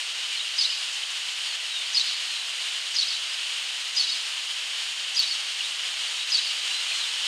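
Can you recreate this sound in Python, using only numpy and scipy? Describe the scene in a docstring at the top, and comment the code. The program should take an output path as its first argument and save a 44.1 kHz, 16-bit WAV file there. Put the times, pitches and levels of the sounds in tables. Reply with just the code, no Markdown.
"""Young barn swallow on a stone ledge

A young barn swallow calls about once a second: three quick falling near-sine notes in raspy noise.
Nearby masonry smears each call with echoes and a noise tail; a wall further off throws it back.
Other birds, slurred sines, whistle faintly in the distance over a steady high hiss of shaped noise.
A faint hum of narrow noise bands, brief flurries of high noise, bill snaps and a few small ticks join in.
"""
import sys
import numpy as np
from scipy import signal
from scipy.fft import rfft, irfft
from scipy.io import wavfile

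SR = 44100
rng = np.random.default_rng(int(sys.argv[2]) if len(sys.argv) > 2 else 0)


def store_pcm(level_fs):
    """Save levels as 16-bit WAV."""
    pcm = np.round(np.clip(level_fs, -1, 1) * 32767).astype(np.int16)
    wavfile.write(sys.argv[1], SR, np.atleast_2d(pcm).T)


N = 320607
TIME = np.arange(N) / SR
FREQS = np.arange(N // 2 + 1) * SR / N


def undb(db):
    """Decibels to gain."""
    return 10 ** (np.asarray(db) / 20)


def unit(x):
    """Scale to an rms of 1."""
    return x / np.sqrt(np.mean(x ** 2))


def add(track, s, sound):
    """Mix a sound into a track at a time in seconds."""
    i = max(int(s * SR), 0)
    track[i:i + len(sound)] += sound[:N - i]


def colour(points):
    """Gain at every frequency from (f/Hz, level/dB) points."""
    hz, db = np.transpose(points)
    return undb(np.interp(np.log(FREQS + 1), np.log(hz), db))


def bell(hz, width_hz):
    """Rounded hump over frequency, half as high half a width from its centre."""
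    return .5 ** ((2 * (FREQS - hz) / width_hz) ** 2)


def noise(gain):
    """Noise of rms 1, its spectrum shaped by the given gain at every frequency."""
    return unit(irfft(rfft(rng.standard_normal(N)) * gain, N))


def gate(length_s, edge):
    """Flat envelope whose soft edges take the given share of it."""
    return signal.windows.tukey(int(length_s * SR), edge)


# spectrum of the hiss: f/Hz, relative level per Hz/dB
HISS_SPECTRUM = [(25, -58), (100, -47), (200, -40.5), (400, -30.5), (750, -21), (1400, -15), (2200, -9.5),
                 (3000, -4), (4300, -7), (6050, -15), (7500, -18), (9000, -19.5), (11000, -33),
                 (15500, -46)]
# resonances in the hiss: f/Hz, width/Hz, boost/dB
HISS_RESONANCES = [(2976, 560, 4), (6790, 430, 4.5), (8350, 690, 2.5)]
# stereo width of the hiss: f/Hz, side minus mid level/dB
HISS_WIDTH = [(30, -13), (60, -14), (125, -30), (500, -37), (700, -64), (1400, -52), (2400, -80),
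              (4000, -48), (8000, -12), (12000, -4)]
HISS_DB = -30.5
SWELL_FROM_S, SWELL_DB_PER_S = 5.3, 0.97  # the hiss holds steady, then slowly grows


def outdoor_hiss(flicker_db=0.64, sizzle_db=0.35):
    """Smooth noise, strongest near 3 kHz and wide mostly in the treble; its level flickers and swells late."""
    resonance_db = sum(db * bell(hz, width) for hz, width, db in HISS_RESONANCES)
    gain = colour(HISS_SPECTRUM) * undb(resonance_db)
    treble = colour([(4000, -46), (7000, 0.5)])
    rest = np.sqrt(np.clip(1 - treble ** 2, 0, 1))

    def layer(share):
        """Noise holding its share of the whole spectrum's energy."""
        part = gain * share
        return noise(part) * np.linalg.norm(part) / np.linalg.norm(gain)

    low, high, side = layer(rest), layer(treble), layer(colour(HISS_WIDTH))
    mid = low + high * undb(sizzle_db * noise(bell(0, 60)))  # the treble flickers on its own
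    swell_db = SWELL_DB_PER_S * np.maximum(TIME - SWELL_FROM_S, 0)
    level = undb(HISS_DB + swell_db + flicker_db * noise(bell(0, 30)))
    return level * (mid + np.array([side, -side]))


# noise bands of the faint hum: f/Hz, width/Hz, level/dB
HUM_BANDS = [(499.4, 9.3, -71), (653, 7.3, -73)]


def hum():
    """Noise bands so narrow that they sound almost like held tones."""
    return sum(undb(db) * noise(bell(hz, width)) for hz, width, db in HUM_BANDS)


# distant whistles: t/s, length/s, start f/Hz, end f/Hz, level/dB
DISTANT_WHISTLES = [(.313, 0.052, 2400, 2300, -36), (.368, 0.019, 4220, 4100, -32),
                    (.392, .028, 3530, 3970, -30), (1.43, .12, 4800, 4140, -37),
                    (1.689, 0.14, 3920, 3500, -33.5), (1.83, 0.064, 3950, 4820, -38),
                    (2.275, .16, 4260, 3860, -36.5), (3.23, .13, 4400, 5200, -41),
                    (4.089, .02, 3720, 3870, -28), (5.64, .027, 3590, 4010, -31),
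                    (6.065, .044, 4440, 4400, -37), (6.185, .063, 3760, 3840, -34),
                    (6.69, .125, 3920, 4100, -32.5), (6.895, .13, 4190, 4070, -34.5),
                    (7.002, .059, 4050, 3420, -32)]
ARCH_HZ = 44  # every whistle bows upward in its middle


def far_birds(waver=0.0066, fade_db=2.0, wet_db=-9, t60_s=0.31):
    """Slurred sines that waver and fade on their long way, trailed by a noise reverb."""
    out, drift = np.zeros(N), noise(bell(0, 370))
    for s, length, start_hz, end_hz, db in DISTANT_WHISTLES:
        env = gate(length, edge=0.15)
        u = np.linspace(0, 1, len(env))
        hz = start_hz + (end_hz - start_hz) * u + ARCH_HZ * np.sin(np.pi * u)
        hz = hz * (1 + waver * drift[int(s * SR):][:len(env)])
        phase = 2 * np.pi * np.cumsum(hz) / SR
        add(out, s, undb(db) * env * np.sin(phase))
    out = out * undb(fade_db * noise(bell(0, 180)))
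    tail = unit(rng.standard_normal(N) * undb(-60 * TIME / t60_s)) / np.sqrt(N)
    return out + undb(wet_db) * signal.fftconvolve(out, tail)[:N]


# swallow calls: t/s, length/s, top f/Hz, middle f/Hz, last f/Hz, level/dB,
# middle note accent/dB, last note accent/dB, far wall echo level/dB, bill snap level/dB
CALLS = [(0.58, 0.084, 5050, 4480, 3970, -21.5, -0.5, -1.5, -14.5, -70),
         (1.944, 0.075, 5070, 4370, 3950, -22.5, 4, .5, -14, -50),
         (2.956, .083, 5016, 4470, 3950, -26, 4.5, 2.5, -8.5, -70),
         (3.964, .089, 5020, 4450, 3940, -22.5, 2, -5, -9, -50),
         (5.162, .085, 4950, 4460, 3920, -24, 4.5, -1.5, -8.5, -35),
         (6.317, .080, 5030, 4490, 3930, -22.5, 3.5, -.5, -11, -53)]


def rasp(lead_s=0.017, trail_s=0.014, rasp_db=-30.5, squeak_db=-36, squeak_hz=5900, grain_db=2.5,
         break_share=0.58):
    """The young voice breaks up: grainy noise, with a higher squeak at the start and before the last note."""
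    hoarse, squeak = np.zeros(N), np.zeros(N)
    for s, length, *_ in CALLS:
        add(hoarse, s - lead_s, gate(lead_s + length + trail_s, edge=0.51))
        add(squeak, s - lead_s, gate(0.022, edge=0.4))
        add(squeak, s + break_share * length, gate(0.018, edge=0.95))
    grain = undb(grain_db * noise(bell(0, 500)))
    body = noise(colour([(1500, -42.5), (2700, -10.5), (4300, -0.5), (6100, -9.5),
                         (7500, -20.0), (10000, -31), (15000, -48)]))
    hoarse = undb(rasp_db) * hoarse * body
    squeak = undb(squeak_db) * squeak * noise(bell(squeak_hz, 1300))
    return grain * (hoarse + squeak)


# three falling notes of a call: start t/share of call, length/share of call
CALL_RHYTHM = [(0, .32), (.335, .25), (.68, .32)]
# arched first, wavering second, scooped third note: t/share of note, f/ratio to note pitch, level/dB
NOTE_SHAPES = [
    [(0, .85, -7), (.14, .96, -3), (.28, 1, 0), (.68, .995, 0), (.85, .95, -3), (1, .84, -7)],
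    [(0, .93, -7), (.18, 1.03, 1), (.45, .99, -1), (.75, .995, 0), (1, .98, -2)],
    [(0, .88, -10), (.3, .94, -6), (.52, 1.003, -1), (.82, 1, 1), (1, .985, -1)],
]


def notes():
    """The motif stretched to each call: (t/s, length/s, f/Hz, level/dB, shape) for every note."""
    out = []
    for s, length, *pitches, db, middle_db, last_db, _, _ in CALLS:
        stresses = (0, middle_db, last_db)
        for (start, share), hz, stress_db, shape in zip(CALL_RHYTHM, pitches, stresses, NOTE_SHAPES):
            out.append((s + start * length, share * length, hz, db + stress_db, shape))
    return out


def swallow(jitter=0.0093, tremble_hz=420, throb_hz=140, throb_db=2, octave_db=-26):
    """Each note is a near sine that throbs in level, trembles in pitch and carries a weak octave."""
    tone, octave = np.zeros(N), np.zeros(N)
    tremble = noise(bell(0, 2 * tremble_hz))
    for s, length, hz, db, shape in notes():
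        env = gate(length, edge=0.23)
        u = np.linspace(0, 1, len(env))
        span = int(s * SR) + np.arange(len(env))
        share, ratio, shape_db = np.transpose(shape)
        pitch = hz * np.interp(u, share, ratio) * (1 + jitter * tremble[span])
        phase = 2 * np.pi * np.cumsum(pitch) / SR
        throb = -np.cos(2 * np.pi * throb_hz * length * u)
        level_db = db + np.interp(u, share, shape_db) + throb_db * throb
        env = np.sqrt(2) * env * undb(level_db)  # sqrt(2) makes the level an rms level
        add(tone, s, env * np.sin(phase))
        add(octave, s, env * np.sin(2 * phase))
    # only the octaves of the lower notes carry: the treble falls steeply above 9 kHz
    octave = irfft(rfft(octave) * colour([(9000, 1.5), (10000, -12)]), N)
    return tone + undb(octave_db) * octave


# echoes off nearby masonry: delay t/s, level/dB
MASONRY_ECHOES = [(.0071, -18), (.0163, -15), (.0245, -18), (.082, -21)]
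FAR_WALL_S = .119  # delay of the far wall's echo


def walls(x, tail_db=-9.5, t60_s=1.2, far_db=-13, spread_s=0.08, ring_hz=5060, ring_db=2):
    """Single echoes off masonry, a diffuse tail, and a scattered return from further away."""
    out, t = np.zeros(N), TIME[:SR // 2]
    near = undb(tail_db) * unit(undb(-60 * t / t60_s))
    far = undb(far_db) * unit(np.exp(-np.abs(t - FAR_WALL_S) / spread_s))
    # the bird turns its head between calls, so each one is scattered in its own way
    cuts = [int((s - .3) * SR) for s, *_ in CALLS] + [N]
    for a, b, (*_, echo_db, _) in zip(cuts, cuts[1:], CALLS):
        response = np.hypot(near, far) * rng.standard_normal(len(t)) / np.sqrt(len(t))
        for s, db in MASONRY_ECHOES + [(FAR_WALL_S, echo_db)]:
            response[int(s * SR)] += undb(db)
        add(out, a / SR, signal.fftconvolve(x[a:b], response))
    # a boost around the top note's pitch
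    return irfft(rfft(out) * undb(ring_db * bell(ring_hz, 250)), N)


SNAP_SHARE = .4  # the bill snaps this far into a call


def bill_snaps(snap_s=.003, snap_hz=13300):
    """A tiny burst of very high noise in each call, of widely varying strength."""
    snaps = np.zeros(N)
    for s, length, *_, snap_db in CALLS:
        add(snaps, s + SNAP_SHARE * length, undb(snap_db) * gate(snap_s, edge=1))
    return snaps * noise(bell(snap_hz, 3500))


# small dry ticks: t/s, f/Hz, peak level/dB
DRY_TICKS = [(0.698, 2990, -23), (1.031, 3040, -24.5), (5.605, 2850, -23.5), (6.711, 2870, -22),
             (6.917, 2510, -24)]


def ticks(ring_s=0.0087):
    """Short dry pips: a few milliseconds of sine with soft edges."""
    out, env = np.zeros(N), gate(ring_s, edge=0.36)
    for s, hz, db in DRY_TICKS:
        add(out, s, undb(db) * env * np.sin(2 * np.pi * hz * TIME[:len(env)]))
    return out


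# brief flurries of high hiss: t/s, length/s, level/dB
HISS_FLURRIES = [(0.922, .04, -39), (6.647, 0.13, -41.5), (6.92, .11, -39.5)]


def flurries(flurry_hz=6500):
    """Brief soft-edged puffs of high noise."""
    out = np.zeros(N)
    for s, length, db in HISS_FLURRIES:
        add(out, s, undb(db) * gate(length, edge=0.5))
    return out * noise(bell(flurry_hz, 4300))


def scene():
    """The birds sit in the middle of the stereo hiss."""
    outdoors = outdoor_hiss() + hum() + flurries()
    call = rasp() + swallow()
    return outdoors + far_birds() + call + walls(call) + bill_snaps() + ticks()


TOP_HZ = 15500


def record(dry):
    """The recorder cuts the top with a steep low-pass."""
    return signal.sosfilt(signal.ellip(10, .1, 80, TOP_HZ, fs=SR, output="sos"), dry)


dry = scene()
out = record(dry)
store_pcm(out)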